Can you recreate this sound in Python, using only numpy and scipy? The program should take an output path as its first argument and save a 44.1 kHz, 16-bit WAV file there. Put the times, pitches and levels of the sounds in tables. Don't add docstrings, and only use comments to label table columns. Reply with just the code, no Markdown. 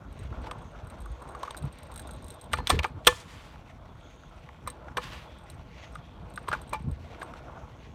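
import sys
import numpy as np
from scipy import signal
from scipy.io import wavfile

SR = 44100
rng = np.random.default_rng(int(sys.argv[2]) if len(sys.argv) > 2 else 0)


def makeup_ratio(level_db):
    decades = np.asarray(level_db, float) / 20
    return 10 ** decades


def materialize(psi):
    bounded = np.clip(np.atleast_2d(psi).T, -1, 1)
    quanta = np.round(bounded * 32767).astype(np.int16)
    wavfile.write(sys.argv[1], SR, quanta)


N = 350154

# time in seconds, level in dB.
BREEZE = [(0, -73), (0.5, -41), (1.2, -49.5), (2.5, -46), (3.2, -49), (4.8, -47.5), (5.9, -46.5),
          (6.8, -42.5), (7.4, -64), (7.94, -46)]
# peak time in seconds, peak in dB,
# rise and fall in seconds per 10 dB.
GUSTS = [(0.0, -32.5, .02, 0.0098), (0.16, -55, 0.027, 0.39), (0.43, -38, 0.88, 0.016),
         (1.3, -45, 0.16, 0.09), (1.64, -28.5, 0.022, 0.033), (2.1, -43, 0.32, 0.39),
         (2.56, -39, 0.05, 0.27), (2.735, -23.5, 0.0085, 0.04), (2.99, -40, 0.073, 0.015),
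         (3.075, -30, 0.0086, 0.025), (3.29, -49.5, 0.06, 0.29), (3.91, -50, 0.083, 0.17),
         (4.69, -37.5, 0.028, 0.028), (5.08, -42.5, 0.13, 0.069), (6.1, -48, 0.04, 0.048),
         (6.9, -27.5, 0.087, 0.021), (6.98, -44, 0.027, 0.93), (7.54, -51, 0.053, 0.2)]
# frequency in Hz, density in dB per Hz.
WIND_COLOUR = [(18, -40.5), (30, -4), (47, 0), (65, -1), (97, -5.5), (172, -9.5), (204, -16.5), (248, -14),
               (302, -24), (400, -23), (520, -48), (880, -120)]
# start in seconds, peak in dB, pitch in Hz,
# time to fall 60 dB in seconds.
THUMPS = [(2.529, -30, 80, 0.17), (2.7185, -11, 33, 0.11), (2.7485, -23, 79, 0.28), (1, -29, 52, 0.56),
          (1.1, -29, 61, 0.23), (0.36, -28.5, 62, 0.28), (2.783, -16.5, 59, 0.086), (6.842, -26, 180, .05),
          (6.869, -42, 140, 0.056), (6.891, -26, 120, 0.055), (6.913, -19, 72, .1), (6.96, -37, 83, 0.54),
          (2.031, -32.5, 66, 0.49), (0.25, -26.5, 62, 0.16)]
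# peak time in seconds, peak in dB, rise and fall in seconds per 10 dB.
DUST = [(.2, -75.5, 0.15, 0.14), (.7, -72.5, 0.16, 0.067), (1.1, -75.5, 0.12, 0.14),
        (1.45, -71, 0.15, 0.12), (2.1, -74, 0.1, 0.21), (3.7, -83, 0.13, 0.031), (4.1, -70.5, 0.11, 0.1),
        (4.25, -74.5, 0.081, 0.083), (5.83, -67, .08, .08), (7.1, -81.5, 0.076, 0.22),
        (7.6, -78.5, 0.11, 0.091), (7.85, -75, 0.13, 0.2)]
# start in seconds, length in seconds, level in dB, fading in dB.
DRAGS = [
    (2.554, 0.02, -57, 17),
    (2.71, 0.046, -37.5, 21),
    (3.08, 0.14, -48.5, 5),
    (3.296, 0.23, -51.5, 5),
    (5.036, 0.042, -40.5, 5.5),
    (5.127, 0.13, -46, 12),
]
# frequency in Hz, density in dB per Hz.
SOLE_COLOUR = [(590, -29.5), (1000, 3.5), (1220, -4), (1630, -1), (2150, -2), (3500, -5), (5070, -15),
               (9380, -26), (16000, -30)]
# peak time in seconds, peak in dB, rise and fall in seconds per 10 dB.
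SKIDS = [(.47, -49, .008, 0.0083), (1.46, -53, 0.012, 0.014), (2.54, -38, 0.01, 0.0066),
         (2.585, -43, 0.007, 0.0091), (2.676, -42.5, 0.0044, 0.02), (2.71, -37.5, 0.0055, 0.012),
         (2.755, -41.5, 0.026, 0.015), (2.796, -39.5, 0.004, 0.0053), (2.836, -34, .005, 0.0073),
         (2.85, -46, 0.0058, 0.023), (3.08, -24, 0.0048, 0.0084), (4.68, -47, .005, 0.024),
         (4.98, -47, 0.0035, 0.012), (6.38, -52.5, .005, 0.0063), (6.49, -46.5, .005, 0.034),
         (6.535, -51, .01, 0.053), (6.74, -41, .005, 0.017), (7.22, -47, 0.0071, 0.009)]
# peak time in seconds, peak in dB, rise and fall in seconds per 10 dB.
RASPS = [
    (3.1, -42, 0.014, 0.025),
    (3.16, -53, .03, 0.022),
    (3.205, -54, 0.018, 0.018),
    (3.33, -62, 0.089, 0.031),
    (3.46, -66, 0.072, .03),
    (5.04, -56, 0.021, 0.013),
    (5.15, -63, 0.025, 0.028),
    (2.705, -39, .004, 0.02),
]
# time in seconds, level in dB.
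TWANGS = [
    (2.534, -46),
    (2.585, -53),
    (2.701, -43),
    (2.844, -56),
    (3.071, -42),
    (4.972, -54),
]
# pitch in Hz, level in dB, time to fall 60 dB in seconds.
SPRING_MODES = [(4200, -9, .4), (4235, -12, .3), (4520, -3, .15), (3930, -5, .15)]
# time in seconds, pitch in Hz.
HUB_PITCH = [(0.0, 3324), (0.17, 3634), (0.31, 3245), (2.34, 3633), (2.59, 3128), (2.67, 3470),
             (4.38, 3367), (4.42, 3030), (4.71, 3590), (4.78, 3198), (5.48, 3393), (5.7, 3048),
             (5.97, 3434), (7.94, 3133)]
# share of the hub pitch, level in dB, time to fall 60 dB in seconds.
HUB_MODES = [(.76, -8.5, .02), (.96, -0.5, .015), (1.01, 0.5, 0.02), (1.071, -4, 0.02)]
# peak time in seconds, gain in dB, rise and fall in seconds per 10 dB.
COASTING = [(4.1, 5, 0.22, 0.42), (4.58, 6.2, 0.068, 0.041), (5.36, 12, 0.089, 0.032),
            (6.05, 9, 0.07, 0.068), (6.22, 10, 0.067, 0.043), (2.1, 5, 0.17, 0.42)]
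# time in seconds, peak in dB.
ASPHALT_TICKS = [(0.1102, -78), (0.1262, -56.5), (0.177, -68), (0.191, -50.5), (0.2334, -55), (0.4175, -59),
                 (.485, -67), (0.5108, -47.5), (0.5846, -60), (.62, -60), (.715, -65), (.845, -62),
                 (0.871, -54), (0.8999, -48), (0.9852, -62), (1.004, -53), (1.018, -51.5), (1.057, -51),
                 (1.2032, -64), (1.222, -51), (1.2785, -60), (1.2896, -49.5), (1.3194, -58), (1.3504, -55),
                 (1.4306, -43), (1.451, -63), (1.4761, -59), (1.507, -46), (1.568, -42), (1.574, -38.5),
                 (1.586, -50), (1.624, -50), (1.653, -52), (1.726, -49.5), (1.7535, -65), (1.786, -49),
                 (1.8317, -47.5), (1.8685, -56), (1.9168, -48), (1.94, -48), (1.96, -39.5), (1.977, -40),
                 (1.9956, -38), (2.019, -49), (2.073, -45.5), (2.1096, -43), (2.1346, -49.5), (2.162, -55),
                 (2.2239, -53), (2.2437, -46), (2.2664, -52), (2.2823, -45), (2.304, -41), (2.32, -50),
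                 (2.3413, -49), (2.397, -62), (2.413, -44.5), (2.441, -51)]
# time in seconds, peak in dB.
LATER_TICKS = [(2.516, -54), (2.5264, -42), (2.5326, -28.5), (2.5576, -46), (2.5801, -46), (2.6717, -31),
               (2.695, -26), (2.701, -21), (2.708, -35), (2.7914, -54), (2.8347, -48), (2.865, -50),
               (2.881, -57), (3.051, -51), (3.062, -48), (3.068, -20.5), (3.073, -15), (4.6749, -33),
               (4.701, -39.5), (4.9738, -38.5), (5.385, -56.5), (5.4117, -69), (5.5, -42.5), (5.5414, -63),
               (5.9235, -59), (5.951, -50.5), (6.339, -53), (6.3594, -43), (6.3905, -57), (6.4275, -58),
               (6.486, -37.5), (6.53, -45), (6.616, -47.5), (6.676, -55), (6.694, -46), (6.7334, -36),
               (6.823, -59), (6.913, -51.5), (7.0485, -67), (7.1974, -56), (7.229, -46.5), (7.26, -62),
               (7.3363, -64)]
# start and end in seconds, ticks a second, level in dB.
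CHATTER = [(0.088, 0.702, 12, -77), (0.801, 1.5, 18, -70), (1.497, 2.5, 15, -68),
           (3.602, 4.395, 12.8, -71.5), (5.344, 5.566, 14, -72), (6.201, 6.902, 17, -67),
           (7.107, 7.397, 15.1, -72)]
# pitch in Hz, level in dB, time to fall 60 dB in seconds.
CLAMP_MODES = [(3680, -14.5, 0.016), (3960, -4, 0.015), (8510, -2, 0.033), (8740, -16, 0.0067),
               (8550, -17.5, 0.013), (11260, -16.5, 0.02), (12600, -23.5, 0.0086)]
# time in seconds, deck in dB, stem in dB.
BLOWS = [(0.513, -55, -64), (2.533, -41, -30.5), (2.587, -44.5, -50), (2.702, -30, -25.5),
         (2.79, -45.5, -39.5), (2.844, -44.5, -35.5), (3.071, -21, -20), (4.678, -50, -47),
         (4.971, -36.5, -31), (6.53, -46, -35), (6.733, -49, -28), (6.745, -65, -29.5)]
# pitch in Hz, level in dB, time to fall 60 dB in seconds.
DECK_MODES = [(495, 6, 0.15), (646, -5, 0.07), (1092, 2, 0.1), (1480, -16, 0.1), (1760, 4, .11),
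              (2046, -8, 0.1), (2545, -1, 0.037), (2980, -10, .09), (3335, -9, .03), (3474, -9.5, 0.03),
              (3890, -18, 0.17), (4260, -15, 0.11)]
# pitch in Hz, level in dB, time to fall 60 dB in seconds.
STEM_MODES = [(868, -1, 0.12), (2370, -3, 0.085), (1006, -7.5, 0.08), (1193, -3, 0.043), (2300, -7, 0.04)]
# peak time in seconds, peak in dB, rise and fall in seconds per 10 dB.
SAND = [(0.47, -53, 0.047, 0.012), (3.7, -61, 0.13, 0.029), (4.12, -65, 0.14, 0.28),
        (5.83, -50, 0.075, 0.059), (7.06, -60.5, 0.21, 0.065), (7.2, -56, 0.11, 0.063),
        (7.38, -54.5, 0.032, 0.047), (7.61, -65, 0.05, 0.031), (7.85, -59.5, 0.23, 0.12)]
# frequency in Hz, density in dB per Hz.
GRIT_COLOUR = [(710, -32), (1200, -8.5), (1540, -9), (2400, -0.5), (2660, -7), (3020, -9), (4970, -13.5),
               (5500, -20), (7150, -58), (12100, -120)]
# frequency in Hz, density in dB per Hz.
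SIZZLE_COLOUR = [(3800, -32), (4800, -6), (5600, 0.5), (7100, -8), (7900, -12.5), (10000, -15.5),
                 (16000, -21)]
# time in seconds, load on the deck in dB, grit under the wheels in dB.
RIDE = [(0.0, -52.5, -70), (0.2, -52.5, -61.5), (0.47, -45.5, -61.5), (0.68, -52.5, -64), (1.2, -49.5, -62),
        (1.48, -46, -61), (1.7, -52, -61.5), (2.3, -51, -62.5), (2.95, -54.5, -68.5), (3.75, -56, -67),
        (4.3, -56.5, -65), (4.9, -51, -66.5), (5.4, -53.5, -61), (6.15, -55, -67.5), (6.56, -49.5, -60),
        (6.97, -54.5, -66), (7.22, -45, -64), (7.94, -57, -65.5)]
# frequency in Hz, density in dB per Hz.
ROLL_COLOUR = [(120, -29.5), (200, -13), (269, -4.5), (442, -5), (491, -4.5), (640, 1.5), (790, -5),
               (1220, -0.5), (1620, -24), (2500, -28.5), (3250, -54), (5500, -120)]
# time in seconds, peak in dB, pitch in Hz.
SNAPS = [(0.5123, -30, 2560), (.515, -35, 3300), (1.4318, -32.5, 3530), (1.4505, -45, 2980),
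         (1.5083, -31.5, 3500), (2.5336, -15, 3000), (2.538, -16, 1900), (2.6712, -20, 2930),
         (2.6722, -14, 3720), (2.7015, -17, 2540), (2.7035, -9.5, 4330), (2.7045, -19, 5200),
         (2.7945, -15, 2452), (2.8336, -28, 3740), (2.7675, -40, 3600), (2.791, -16, 2768),
         (2.844, -17.5, 2240), (3.0495, -32, 3210), (3.0598, -32, 3200), (3.0708, 0.5, 3300),
         (3.0755, -4, 3400), (3.0772, -2.5, 2700), (4.9735, -22.5, 2980), (5.5013, -45, 4150),
         (6.4827, -30.5, 2960), (1.5462, -49, 1800), (2.5726, -31, 2590), (3.559, -42.5, 1290),
         (4.4903, -37.5, 2000), (4.883, -49, 2390), (5.955, -48, 2000), (7.2155, -35, 2195),
         (7.338, -43, 2400)]
# time in seconds, peak in dB.
TOUCHES = [
    (3.048, -42.5),
    (3.0588, -47),
]
# time in seconds, peak in dB, body pitch in Hz, crack in dB.
STONES = [(0.325, -40.5, 1290, -64), (1.059, -37.5, 1210, -62), (1.348, -33, 1160, -48),
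          (0.4675, -34, 860, -57), (0.483, -44, 1190, -50), (0.5115, -29.5, 1070, -37),
          (1.431, -25, 1050, -33.5), (1.45, -38, 1110, -40.5), (1.476, -28.5, 1080, -56),
          (1.506, -32.5, 1020, -34.5), (1.545, -36, 1520, -56), (1.961, -42, 1480, -51),
          (1.993, -39.5, 1490, -50), (2.091, -40, 1520, -46)]
# time in seconds, peak in dB, body pitch in Hz, crack in dB.
KERB = [(2.519, -41, 1440, -51), (2.5352, -19, 1300, -24.5), (2.573, -35, 1360, -37.5),
        (2.585, -26, 960, -40.5), (2.601, -30, 970, -53), (2.673, -35.5, 1490, -17.5),
        (2.695, -20.5, 697, -19), (2.7, -11, 1183, -16.5), (2.701, -21, 522.6, -59),
        (2.722, -26, 297.2, -62), (2.736, -27, 417, -54), (2.764, -34.5, 410, -60),
        (2.7904, -24, 1770, -27.5), (2.801, -34, 1010, -60), (2.83, -36, 675, -33), (2.844, -20, 823, -36),
        (2.846, -19.5, 1360, -44), (2.855, -25, 1070, -51), (3.0665, -22.5, 670, -18.5),
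        (3.07, -10, 1230, -3), (3.07, -26.5, 397, -37.5), (3.077, -19, 1120, -12),
        (3.124, -32.5, 1060, -50)]
# time in seconds, peak in dB, body pitch in Hz, crack in dB.
JOINTS = [(3.558, -46, 1100, -53), (4.234, -44, 1370, -50), (4.488, -39, 1010, -55),
          (4.664, -40.5, 1300, -58.5), (4.673, -23.5, 1077, -44.5), (4.844, -43, 1310, -69),
          (4.878, -40.5, 750, -62), (4.883, -38, 1500, -58), (4.969, -25, 1494, -23),
          (4.974, -33.5, 414, -60), (4.979, -20.5, 1126, -36), (5.954, -32.5, 1350, -61),
          (6.375, -26.5, 1380, -54), (6.473, -38, 1120, -61), (6.483, -21, 1090, -42),
          (6.5143, -21, 1400, -54), (6.527, -18.5, 1390, -46), (6.534, -20.5, 1430, -53.5),
          (6.538, -25, 1370, -43.5), (6.548, -27.5, 1130, -44.5), (6.724, -32, 600, -55),
          (6.729, -25.5, 1124, -35), (6.738, -30, 1090, -50), (6.737, -55, 880, -34.5),
          (7.214, -35.5, 670, -54), (7.217, -31, 1470, -48.5), (7.226, -29, 1120, -53),
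          (7.336, -36, 1240, -44)]
# frequency in Hz, density in dB per Hz.
CRACK_COLOUR = [(900, -23.5), (1800, -2.5), (3300, 9), (4340, 0.5), (6000, -0.5), (7400, -30),
                (9000, -16.5), (12000, -32)]


def rms_one(x):
    return x / np.sqrt(np.mean(x ** 2) + 1e-20)


def bandpass(x, order, low, high):
    return signal.sosfilt(signal.butter(order, [low, high], "band", fs=SR, output="sos"), x)


def in_time(rows):
    s, *columns = np.transpose(rows)
    return [np.interp(np.arange(N) / SR, s, c) for c in columns]


def swells(rows):
    total = 0
    for s, db, rise, fall in rows:
        start = s - 6 * max(rise, 0.005)
        end = s + 6 * max(fall, 0.005)
        total = total + makeup_ratio(*in_time([(start, db - 60), (s, db), (end, db - 60)]))
    return total


def drift(rate):
    step = 40
    r = np.exp(-2 * np.pi * rate * step / SR)
    noise = rng.standard_normal(N // step + 2002)
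    slow = signal.lfilter([1], [1, -2 * r, r * r], noise)[2000:]
    return np.interp(np.arange(N) / step, np.arange(len(slow)), rms_one(slow))


def ring(clicks, hz, t60):
    r, w = makeup_ratio(-60 / (t60 * SR)), 2 * np.pi * hz / SR
    return signal.lfilter([0, np.sin(w)], [1, -2 * r * np.cos(w), r * r], clicks + 1e-18)


def grains(per_s, spread_db):
    sizes = makeup_ratio(spread_db * np.minimum(rng.exponential(1, (2, N)), 5))
    signs = rng.choice([-1, 1], (2, N))
    return sizes * signs * (rng.random((2, N)) < per_s / SR)


def coloured(source, spectrum, patchy_db, rate):
    hz, level = np.transpose(spectrum)
    edges = np.geomspace(hz[0], hz[-1], round(3 * np.log2(hz[-1] / hz[0])) + 1)
    out, together = 0, drift(rate)
    for k, (low, high) in enumerate(zip(edges, edges[1:])):
        band = bandpass(source[k % 2], 2, low, high)
        centre_db = np.interp(np.log(low * high) / 2, np.log(hz), level)
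        flicker_db = patchy_db * (0.7 * together + 0.7 * drift(rate))
        out = out + band * makeup_ratio(centre_db + flicker_db)
    return rms_one(out)


def wind():
    level = np.hypot(makeup_ratio(*in_time(BREEZE)), swells(GUSTS))
    return level * coloured(rng.standard_normal((2, N)), WIND_COLOUR, patchy_db=3.5, rate=30)


def street(x):
    t = np.arange(SR // 2) / SR
    dull = signal.lfilter([0.4], [1, -0.6], rng.standard_normal(len(t)))
    scatter = dull * makeup_ratio(-60 * t / 0.3) * (t > 0.008)
    response = makeup_ratio(-30) * scatter / np.sqrt(np.sum(scatter ** 2))
    response[0] = 1
    response[round(0.005 * SR)] = makeup_ratio(-18.5)
    return signal.fftconvolve(x, response)[:N]


def thumps():
    out, t = np.zeros(N + SR), np.arange(SR // 2) / SR
    for s, db, hz, t60 in THUMPS:
        at = round(s * SR)
        swing = np.minimum(t / 0.004, 1) * np.sin(2 * np.pi * hz * t)
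        out[at:at + len(t)] += makeup_ratio(db - 60 * t / t60) * swing
    return out[:N]


def dust():
    hiss = rms_one(bandpass(rng.standard_normal(N), 3, 6100, 6850))
    return swells(DUST) * makeup_ratio(1.4 * drift(13)) * hiss


def shoe_and_skids():
    attack_s, release_s = 0.047, 0.077
    level = swells(SKIDS)
    for s, length, db, fading_db in DRAGS:
        end, end_db = s + length, db - fading_db
        level = level + makeup_ratio(*in_time([(s - 3 * attack_s, db - 63), (s, db), (end, end_db),
                                      (end + 3 * release_s, end_db - 60)]))
    return level * coloured(grains(8000, spread_db=3.5), SOLE_COLOUR, patchy_db=1.2, rate=30)


def rasp():
    return swells(RASPS) * rms_one(bandpass(grains(5000, spread_db=1.5)[0], 2, 3800, 8500))


def spring():
    s, blow_db = np.transpose(TWANGS)
    clicks = np.zeros(N)
    clicks[np.round(s * SR).astype(int)] = makeup_ratio(blow_db)
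    return sum(makeup_ratio(db) * ring(clicks, hz, t60) for hz, db, t60 in SPRING_MODES)


def hubs(grit_db):
    sand = grains(670, spread_db=2.0)[0]
    turns = np.cumsum(*in_time(HUB_PITCH)) / SR
    song = 0
    for share, db, t60 in HUB_MODES:
        spin = np.exp(2j * np.pi * share * turns)
        decay = signal.lfilter([1], [1, -makeup_ratio(-60 / (t60 * SR))], sand / spin + 1e-18)
        song = song + makeup_ratio(db + 4 * drift(5)) * (spin * decay).imag
    return makeup_ratio(grit_db - 9.5) * rms_one(song) * (1 + swells(COASTING))


def tick_times():
    ticks = []
    for s, db in ASPHALT_TICKS + LATER_TICKS:
        ticks.append((s, min(db, 0)))
        ticks.append((s + 0.017 * rng.uniform(0.93, 1.0), min(db, -44) - 15))
    for start, end, per_s, db in CHATTER:
        steps = start + np.cumsum(rng.gamma(3, 1 / 3, 40)) / per_s
        sizes = rng.standard_normal(40)
        ticks += [(s, db + 6 * size) for s, size in zip(steps, sizes) if s < end]
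    return np.transpose(ticks)


def clamp():
    s, peak_db = tick_times()
    at = np.round(s * SR).astype(int)
    chance = rng.standard_normal((len(at), len(CLAMP_MODES) + 1))
    rebound = at + np.round((0.0043 + 0.00054 * chance[:, -1]) * SR).astype(int).clip(1)
    out, contact = np.zeros(N), np.zeros(N)
    for k, (hz, db, t60) in enumerate(CLAMP_MODES):
        clicks = np.zeros(N)
        spread_db = 5 if db < -8 else 1
        clicks[at] = makeup_ratio(peak_db + db + spread_db * chance[:, k])
        clicks[rebound] += 0.63 * clicks[at]
        out += ring(clicks, hz, t60)
    contact[at] = makeup_ratio(peak_db - 4.5 + 0.67 * np.minimum(peak_db + 52, 0))
    hiss = signal.lfilter([1], [1, -makeup_ratio(-60 / (0.026 * SR))], contact) * rng.standard_normal(N)
    return out + bandpass(hiss, 1, 3500, 14000)


def frame():
    s, deck_db, stem_db = np.transpose(BLOWS)
    at = np.round(s * SR).astype(int)
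    out = np.zeros(N)
    for modes, blow_db in ((DECK_MODES, deck_db), (STEM_MODES, stem_db)):
        for hz, db, t60 in modes:
            clicks = np.zeros(N)
            strength = makeup_ratio(blow_db + db + rng.normal(0, 1.5, len(s)))
            clicks[at] = strength * rng.choice([-1, 1], len(s))
            out += ring(clicks, hz, t60)
    return out


def scuff(grit_db):
    scuff_db = 20 * np.log10(np.hypot(makeup_ratio(grit_db), swells(SAND)))
    middling_db = -63
    sizzle_db = middling_db - 13.5 + 0.52 * (scuff_db - middling_db)
    sand = grains(4000, spread_db=3.5) * makeup_ratio(2.2 * drift(18))
    grit = makeup_ratio(scuff_db) * coloured(sand, GRIT_COLOUR, patchy_db=1.8, rate=8)
    return grit + makeup_ratio(sizzle_db + 1.5) * coloured(sand, SIZZLE_COLOUR, patchy_db=1.8, rate=8)


def rolling(load_db):
    bumps = grains(4000, spread_db=4.0)
    rumble = coloured(bumps, ROLL_COLOUR, patchy_db=3.0, rate=10)
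    modes = DECK_MODES[:3] + STEM_MODES[:1] + STEM_MODES[2:4]
    ringing = sum(makeup_ratio(db) * ring(bumps[0], hz, t60 * 0.35) for hz, db, t60 in modes)
    return makeup_ratio(load_db) * (rumble + makeup_ratio(-5) * rms_one(ringing))


def snaps():
    out, t = np.zeros(N + SR), np.arange(SR // 50) / SR
    for s, db, hz in SNAPS:
        at = round(s * SR)
        out[at:at + len(t)] += makeup_ratio(db + 4 - 60 * t * hz / 12) * np.sin(2 * np.pi * hz * t)
    return out[:N]


def knocks():
    body, crack, fizz = np.zeros((3, N + SR))
    t = np.arange(SR // 5) / SR
    swell = np.sin(np.pi / 2 * np.minimum(t / 0.0015, 1))
    for s, body_db, hz, crack_db in STONES + KERB + JOINTS:
        length = 0.013 * (1000 / hz) ** 0.49 * makeup_ratio(0.16 * (body_db + 23.5))
        length_kept = max(length, 0.003)
        fizz_db = -11.5 + 1.6 * crack_db
        at = slice(round(s * SR), round(s * SR) + len(t))
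        chatter = rng.standard_normal((3, len(t))) * makeup_ratio(-30 * t / length_kept)
        tone = bandpass(chatter[0] * swell, 3, hz * 0.88, hz * 1.14)
        thud = bandpass(chatter[1] * swell, 2, hz * 0.35, hz * 1.5)
        hollow = tone / np.abs(tone).max() + makeup_ratio(-3) * thud / np.abs(thud).max()
        body[at] += makeup_ratio(body_db) * hollow
        crack[at] += makeup_ratio(crack_db - 4 * t / length_kept) * chatter[1] * np.minimum(t / 0.0029, 1)
        fizz[at] += makeup_ratio(fizz_db + 4.5 - 2 * t / length_kept) * chatter[2] * np.minimum(t / 0.00033, 1)
    for s, crack_db in TOUCHES:
        at = round(s * SR)
        crack[at:at + len(t)] += makeup_ratio(crack_db - 60 * t / 0.015) * rng.standard_normal(len(t))
    crack = crack[:N]
    shaped = coloured(np.tile(crack + 1e-9, (2, 1)), CRACK_COLOUR, patchy_db=0, rate=5)
    shaped = shaped * np.sqrt(np.mean(crack ** 2))
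    return body[:N] + bandpass(fizz[:N], 2, 6500, 17000) + shaped


def scene():
    load_db, grit_db = in_time(RIDE)
    at_microphone = wind() + thumps()
    ground = dust() + shoe_and_skids() + rasp() + scuff(grit_db) + rolling(load_db)
    scooter = street(spring() + clamp() + frame() + snaps() + knocks())
    return (at_microphone + ground + hubs(grit_db) + scooter)[None]


def top_cut(x):
    return signal.sosfilt(signal.butter(12, 16680, fs=SR, output="sos"), x)


def record(dry):
    x = signal.sosfilt(signal.butter(4, 44, "high", fs=SR, output="sos"), dry)
    x = 0.95 * np.tanh(x / 0.95) + makeup_ratio(-82) * rng.standard_normal(dry.shape)
    x = signal.sosfilt(signal.cheby2(12, 70, 16750, fs=SR, output="sos"), x)
    x = signal.sosfilt(signal.ellip(10, 1, 32, 15850, fs=SR, output="sos"), x)
    return top_cut(x)


dry = scene()
out = record(dry)
materialize(out)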